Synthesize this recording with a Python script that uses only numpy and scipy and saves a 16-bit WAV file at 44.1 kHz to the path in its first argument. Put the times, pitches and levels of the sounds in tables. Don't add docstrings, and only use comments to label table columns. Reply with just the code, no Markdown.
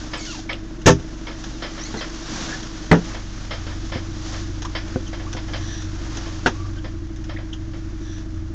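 import sys
import numpy as np
from scipy import signal
from scipy.fft import rfft, irfft
from scipy.io import wavfile
from scipy.ndimage import uniform_filter1d

SR = 44100
rng = np.random.default_rng(int(sys.argv[2]) if len(sys.argv) > 2 else 0)


def dump_mix(stems):
    frames = np.atleast_2d(stems).T
    limited = np.clip(frames, -1, 1)
    pcm = np.round(limited * 32767).astype(np.int16)
    wavfile.write(sys.argv[1], SR, pcm)


N = 376613
TIME = np.arange(N) / SR

# frequency in Hz, relative level in dB.
RUSTLE_SPECTRUM = [(100, 11.5), (250, 7), (450, -1), (650, -0.5), (920, -2.5), (1150, -0.5), (1650, -1),
                   (2400, -8), (3500, -12), (6000, -31.5)]
HISS_SPECTRUM = [(1000, -25), (2200, -3.5), (3300, 5.5), (4300, 5), (6000, 7.5), (7000, 3), (8000, -15.5)]
# time in seconds, level in dB.
HISS_LEVEL = [(0.0, -40.5), (0.31, -46.5), (0.52, -51), (0.81, -50), (2.35, -38.5), (3.14, -43.5),
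              (5.19, -46), (5.68, -44.5), (5.83, -45), (6.33, -42.5), (6.99, -54), (8.21, -52.5),
              (8.54, -56.5)]
# middle in seconds, length in seconds, hiss level in dB,
# relative level of the low rustle in dB before its boost.
SWISHES = [(0.303, 0.41, -37, -30), (1.45, 0.46, -48, -3), (1.854, 0.61, -45.5, -5),
           (2.42, 0.59, -35.5, -1.5), (3.1, 0.27, -43, 1.5), (3.883, 0.18, -47, -6),
           (4.315, 0.5, -39.5, -4), (4.91, 0.25, -50.5, 4.5), (5.64, 0.5, -50, -4), (6.157, 0.58, -46, 1.5)]

# time in seconds, firings per second.
FIRING_RATE = [(0.0, 24.04), (1.7, 23.83), (2.4, 23.74), (3.2, 23.19), (3.8, 23.76), (4.3, 24.36),
               (4.8, 23.52), (5.4, 23.62), (5.9, 24.26), (6.3, 23.68), (6.9, 23.76), (7.4, 24.75),
               (7.8, 23.67), (8.54, 25.01)]
# multiple of the two-firing cycle, peak dB by the sink, peak dB by the icebox.
ENGINE_ORDERS = [(2, -35, -33), (3, -56.5, -46.5), (4, -35, -31.5), (5, -48.5, -47.5), (6, -48, -40.5),
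                 (7, -58, -37), (8, -44, -34.5), (9, -57.5, -41.5), (10, -46, -42)]
# frequency in Hz, bandwidth in Hz, rms dB by the sink, rms dB by the icebox.
PANEL_MODES = [(149, 16, -47.5, -52.5), (179.2, 15, -49, -46), (230.4, 9.8, -46, -48),
               (260.4, 7.4, -48.5, -63.5), (291.3, 11, -51.5, -46), (320.5, 12.6, -38.5, -37.5),
               (419, 59, -55.5, -74.5), (617, 60, -54, -59.5)]

# start in seconds, length in seconds, level in dB.
SLIDES = [(5.56, 0.33, -39), (7.98, 0.27, -46)]
# start in seconds, level in dB, length in seconds.
SCUFFS = [(0.132, -28, 0.023), (0.491, -29.5, 0.029), (1.267, -34, 0.038), (1.62, -29.5, 0.036),
          (1.775, -34, 0.011), (2.007, -28.5, 0.021), (3.144, -34, 0.016), (3.506, -30, 0.037),
          (3.664, -34.5, 0.018), (3.707, -36, 0.008), (3.918, -32, 0.058), (4.336, -36, 0.025),
          (4.749, -27, 0.022), (5.128, -31.5, 0.0084), (5.195, -38.5, 0.023), (5.365, -31.5, 0.01),
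          (5.481, -37, 0.016), (5.532, -29.5, 0.025), (6.256, -37, 0.024), (6.841, -37, 0.024),
          (7.292, -35, 0.018), (7.384, -38.5, 0.011), (7.732, -40.5, 0.014)]
# frequency in Hz, relative level in dB.
SCUFF_SPECTRUM = [(200, -39.5), (550, -8.5), (750, -8), (1000, -5.5), (1400, -2.5), (1950, -1.5),
                  (2500, -2.5), (3200, -1), (4200, -2.5), (5300, 2.5), (7000, -29.5)]
# frequency in Hz, bandwidth in Hz, relative level in dB.
SLIDE_MODES = [(1715, 240, 1.5), (3540, 970, 1), (5840, 450, 3)]
SCUFF_MODES = [(546, 224, 4), (990, 100, -3.5), (1280, 93, -6.5), (1735, 84, 1.5), (1960, 44, -4),
               (2120, 140, -3.5), (3133, 73, 3.5), (3420, 36, 1), (5200, 170, -16.5)]
# start in seconds, length in seconds, first pitch in Hz,
# last pitch in Hz, rms level in dB, step per overtone in dB.
SQUEAKS = [(0.491, 0.019, 2244, 1880, -28.5, -25), (0.528, 0.0076, 3480, 3040, -29.5, -7.5),
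           (1.791, 0.11, 1814, 2260, -40, 2.5), (1.967, 0.045, 2090, 1895, -38, 1),
           (2.48, 0.093, 1500, 1806, -37, -15), (4.646, 0.014, 930, 1170, -31.5, -23),
           (5.061, 0.024, 3200, 2930, -42.5, -13), (5.249, 0.037, 792, 1310, -42.5, -13),
           (6.515, 0.196, 1126, 1172, -48, -20), (6.758, 0.046, 1515, 1613, -47, -9),
           (7.363, 0.012, 1900, 2060, -36.5, -30), (7.527, 0.018, 3235, 2820, -36.5, -20)]
# time in seconds, pitch in Hz.
HINGE_PITCH = [(0.168, 2750), (0.2, 2260), (0.257, 2130), (0.268, 1500), (0.315, 1370), (0.355, 850),
               (0.4, 740)]
# start in seconds, level in dB.
TICKS = [(0.815, -33), (1.439, -24.5), (2.629, -26), (4.62, -23), (4.65, -25), (5.329, -22.5), (5.82, -29),
         (6.17, -22), (7.161, -37), (7.241, -34), (7.533, -31), (8.181, -35)]

# frequency in Hz, relative spectral density in dB.
CRACK_SPECTRUM = [(100, -8.5), (400, 7.5), (900, 3.5), (1700, 6.5), (3000, -3.5), (4700, -1.5),
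                  (6500, -7.5), (8000, -38.5)]
# frequency in Hz, T60 in seconds before scaling for each object.
CRACK_DECAY = [(100, 0.27), (400, 0.21), (1500, 0.19), (6500, 0.21)]
# start in seconds, body level in dB, crack level in dB,
# cutoff of the contact in Hz (lower is softer).
DOOR_BLOWS = [(.859, -3.5, -5, 303), (.8635, -31, -2, 4000), (.870, 3.5, 0, 1600), (.879, 1.5, 0, 3000),
              (.891, -2, -49, 990), (.997, -40.5, -36, 1500)]
JOINERY_BLOWS = [(1.941, -29.5, -15, 1530), (2.9135, 0.5, 3.5, 2480), (2.9265, -2, -3, 1390)]
LID_BLOWS = [(3.958, -7, -44, 301), (4.9595, -1.5, -40, 400), (5.35, -16.5, -47, 600),
             (6.4605, 1.5, -14, 3500), (6.465, -11.5, -12.5, 900), (6.4675, -7, -5, 3000)]
# frequency in Hz, relative level in dB, T60 in seconds.
DOOR_MODES = [(78.5, -13, 0.29), (127.6, -8, 0.25), (169, 0, 0.16), (255.5, -10, 0.18), (308.4, -7, 0.18),
              (396.3, 2.5, 0.13), (499, 3.5, 0.077), (638, -9.5, 0.13), (892, -8.5, 0.093),
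              (1124, -9.5, 0.089), (1334, -10.5, 0.084), (1800, -12.5, 0.093)]
JOINERY_MODES = [(130, -15, 0.16), (170.3, -2, 0.19), (283, -4.5, 0.14), (339, 0.5, .08), (429, -2.5, .1),
                 (526, -18, 0.1), (612, -7.5, 0.078), (729, -7.5, 0.14), (1020, -23, 0.069),
                 (1403, -24, 0.041), (1746, -7.5, 0.056), (2026, 2, 0.029)]
LID_MODES = [(139, -20.5, 0.071), (265, -13, 0.065), (375, -15.5, 0.097), (520, -13, 0.1), (745, -6, 0.019),
             (1240, -15.5, 0.01), (1499, -1, 0.022), (1906, -10, 0.022), (2750, -21, 0.086),
             (3080, -21, 0.057), (4360, -15.5, 0.046)]


def from_db(db):
    return 10 ** (np.asarray(db) / 20)


def unit_rms(x):
    return x / np.sqrt(np.mean(x ** 2) + 1e-20)


def in_time(curve):
    return np.interp(TIME, *np.transpose(curve))


def at_hz(curve, hz):
    knots_hz, values = np.transpose(curve)
    return np.interp(np.log(np.maximum(hz, 1)), np.log(knots_hz), values)


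def add(out, start_s, sound):
    i = max(round(start_s * SR), 0)
    out[i:i + len(sound)] += sound[:N - i]


def low_pass(x, hz, order=2):
    return signal.sosfilt(signal.butter(order, min(hz, .45 * SR), fs=SR, output="sos"), x)


def resonance(x, hz, width_hz):
    r = np.exp(-np.pi * width_hz / SR)
    feedback = [1, -2 * r * np.cos(2 * np.pi * hz / SR), r * r]
    return signal.lfilter(np.array([1, 0, -1]) * (1 - r * r) / 2, feedback, x)


def steady(x, window_s):
    return x / np.sqrt(uniform_filter1d(x ** 2, max(int(window_s * SR), 1)) + 1e-12)


def drift(rate, size=N):
    knots = rng.standard_normal(size // 16 + 2)
    return np.interp(np.arange(size) * rate / SR, np.arange(len(knots)), knots) * np.sqrt(3 / 2)


def noise(spectrum, size=N, tilt_db=0):
    hz = np.maximum(np.fft.rfftfreq(size, 1 / SR), 1)
    octaves = np.log2(np.maximum(hz, spectrum[0][0]))
    gain = from_db(at_hz(spectrum, hz) + tilt_db * octaves) * hz ** 2 / (hz ** 2 + 80 ** 2)
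    return unit_rms(irfft(rfft(rng.standard_normal(size)) * gain, size))


def reverberation(x, t60=0.096):
    t = np.arange(SR // 4) / SR
    echoes = rng.standard_normal(len(t)) * from_db(-60 * t / t60) * (t > .003)
    return signal.fftconvolve(x, echoes / np.linalg.norm(echoes))[:N]


def rustle(low_db=3.0, high_db=-1.5, low_follows=0.65, low_boost_db=4.0, grain_db=1.0):
    level_db = in_time(HISS_LEVEL)
    low = from_db(level_db.mean() + low_follows * (level_db - level_db.mean()) + low_db)
    high = from_db(level_db + high_db)
    for middle, length, db, bass_db in SWISHES:
        swell = from_db(db) * np.cos(np.pi * np.clip((TIME - middle) / length, -.5, .5)) ** 2
        low = np.hypot(low, swell * from_db(bass_db + low_boost_db))
        high = np.hypot(high, swell)
    grain = from_db(grain_db * drift(110))
    return grain * (noise(RUSTLE_SPECTRUM) * low + noise(HISS_SPECTRUM) * high)


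def hull_throb(cycle, place, waver_db=3.6, dispersion=0.277):
    out = np.zeros(N)
    for order, sink_db, icebox_db in ENGINE_ORDERS:
        level_db = sink_db + place * (icebox_db - sink_db) + waver_db * drift(8) * order / 10
        limp = order % 2 * np.pi / 2
        lag = dispersion * (order - 2) ** 2
        out += np.cos(2 * np.pi * order * cycle + limp - lag) * from_db(level_db)
    return out


def panel_hum(cycle, place, roughness=0.65, uneven_db=4.0, first_cylinder_db=-9, throb=0.51):
    out = np.zeros(N)
    firing = np.floor(2 * cycle)
    strength = from_db(uneven_db * drift(27) + first_cylinder_db * (firing % 2 == 0))
    kicks = np.diff(firing, prepend=firing[0]) * strength
    swell = 1 - throb / 2 * np.cos(2 * np.pi * cycle - np.pi / 4)
    dip_db = -9 * np.exp(-((TIME - 3.43) / 0.24) ** 2)
    for hz, width_hz, sink_db, icebox_db in PANEL_MODES:
        pulsed = unit_rms(resonance(kicks, hz, width_hz))
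        chatter = unit_rms(resonance(rng.standard_normal(N), hz, width_hz))
        ringing = resonance(pulsed + roughness * chatter, hz, 2 * width_hz)
        hum = unit_rms(swell * steady(ringing, window_s=0.05))
        out += hum * from_db(sink_db + place * (icebox_db - sink_db) + dip_db * (hz > 270))
    return out


def engine(first_cylinder_at_s=7.8, walk_start_s=2.65, walk_s=0.98):
    cycle = np.cumsum(in_time(FIRING_RATE)) / SR / 2
    cycle -= np.interp(first_cylinder_at_s, TIME, cycle)
    place = np.clip((TIME - walk_start_s) / walk_s, 0, 1)
    return hull_throb(cycle, place) + panel_hum(cycle, place)


def slides(grain_db=1.5):
    out, t = np.zeros(N), np.arange(SR // 2) / SR
    for start, length, db in SLIDES:
        friction = rng.standard_normal(len(t)) * from_db(grain_db * drift(300, len(t)))
        wood = sum(unit_rms(resonance(resonance(friction, hz, width), hz, width)) * from_db(mode_db)
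                   for hz, width, mode_db in SLIDE_MODES)
        swell = np.sin(np.pi * np.minimum(t / length, 1))
        add(out, start, from_db(db) * unit_rms(wood) * swell)
    return out


def scuffs(rise_s=0.0038, tail_t60=0.21, grain_db=-0.5, fade_db=4, hollow=0.85, usual_db=-34):
    out, t = np.zeros(N), np.arange(SR // 4) / SR
    for start, db, length in SCUFFS:
        tilt_db = -5 + 0.27 * (db - usual_db)
        pressure_db = db - fade_db * (np.minimum(t / length, 1) - .5)
        tail_db = -60 * np.maximum(t - length, 0) / tail_t60
        stroke = np.minimum(t / rise_s, 1) * from_db(pressure_db + tail_db)
        grit = unit_rms(noise(SCUFF_SPECTRUM, len(t), tilt_db) * from_db(grain_db * drift(900, len(t))))
        wood = sum(resonance(grit, hz, width) * from_db(mode_db) for hz, width, mode_db in SCUFF_MODES)
        add(out, start, stroke * unit_rms(grit + hollow * unit_rms(wood)))
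    return out


def stick_slip(hz, jitter, overtone_db, flutter_db):
    phase = 2 * np.pi * np.cumsum(hz * (1 + jitter * drift(900, len(hz)))) / SR
    return sum(np.sin((k + 1) * phase) * from_db(k * overtone_db + flutter_db * drift(250, len(hz)))
               for k in range(3))


def squeaks(jitter=0.036, flutter_db=5.5, settle_s=0.014):
    out = np.zeros(N)
    for start, length, first_hz, last_hz, db, overtone_db in SQUEAKS:
        along = np.minimum(np.arange(SR // 4) / SR / length, 1)
        ragged = jitter * (1 + settle_s / length)
        tone = stick_slip(first_hz + (last_hz - first_hz) * along, ragged, overtone_db, flutter_db)
        swell = np.sqrt(np.abs(np.sin(np.pi * along)))
        add(out, start, from_db(db) * unit_rms((tone * swell)[along < 1]))
    return out


def hinge(level_db=-43.5):
    along = np.interp(TIME, [HINGE_PITCH[0][0], HINGE_PITCH[-1][0]], [0, 1])
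    squeal = stick_slip(in_time(HINGE_PITCH), jitter=0.016, overtone_db=1.5 - 6 * along, flutter_db=4.5)
    swell = (4 * along * (1 - along)) ** 0.21
    return from_db(level_db) * swell * squeal


def crack(t, tilt_db, decay_scale):
    burst, out = noise(CRACK_SPECTRUM, len(t), tilt_db), 0
    octave_edges_hz = 70 * 2. ** np.arange(8)
    for low, high in zip(octave_edges_hz, octave_edges_hz[1:]):
        band = signal.sosfilt(signal.butter(2, [low, high], "band", fs=SR, output="sos"), burst)
        t60 = decay_scale * at_hz(CRACK_DECAY, np.sqrt(low * high))
        out += band * from_db(-60 * t / t60)
    return out


def ticks():
    out, t = np.zeros(N), np.arange(SR // 8) / SR
    for start, db in TICKS:
        add(out, start, from_db(db) * crack(t, tilt_db=3.0, decay_scale=0.43))
    return out


def knocks(blows, modes, tilt_db, decay_scale):
    out, t = np.zeros(N), np.arange(SR // 2) / SR
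    ringing = sum(from_db(db - 60 * t / t60) * np.sin(2 * np.pi * hz * t) for hz, db, t60 in modes)
    for start, body_db, crack_db, contact_hz in blows:
        body = -from_db(body_db) * low_pass(ringing, contact_hz)
        add(out, start, body + from_db(crack_db) * crack(t, tilt_db, decay_scale))
    return out


def scene():
    door = knocks(DOOR_BLOWS, DOOR_MODES, tilt_db=2.5, decay_scale=0.58)
    joinery = knocks(JOINERY_BLOWS, JOINERY_MODES, tilt_db=-6.0, decay_scale=0.72)
    lid = knocks(LID_BLOWS, LID_MODES, tilt_db=-2.5, decay_scale=0.5)
    squeaking = hinge() + squeaks()
    squeaking += from_db(-6) * reverberation(squeaking)
    handling = scuffs() + slides() + ticks() + squeaking
    return (engine() + rustle() + door + joinery + lid + handling)[None]


def record(dry, headroom=0.64, ceiling=0.71, band_edge_hz=8140, stopband_hz=15500):
    overloaded = headroom * np.tanh(dry / headroom)
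    narrow = low_pass(overloaded, band_edge_hz, order=20)
    clipped = np.clip(narrow, -ceiling, ceiling)
    return signal.sosfilt(signal.cheby2(12, 70, stopband_hz, fs=SR, output="sos"), clipped)


dry = scene()
out = record(dry)
dump_mix(out)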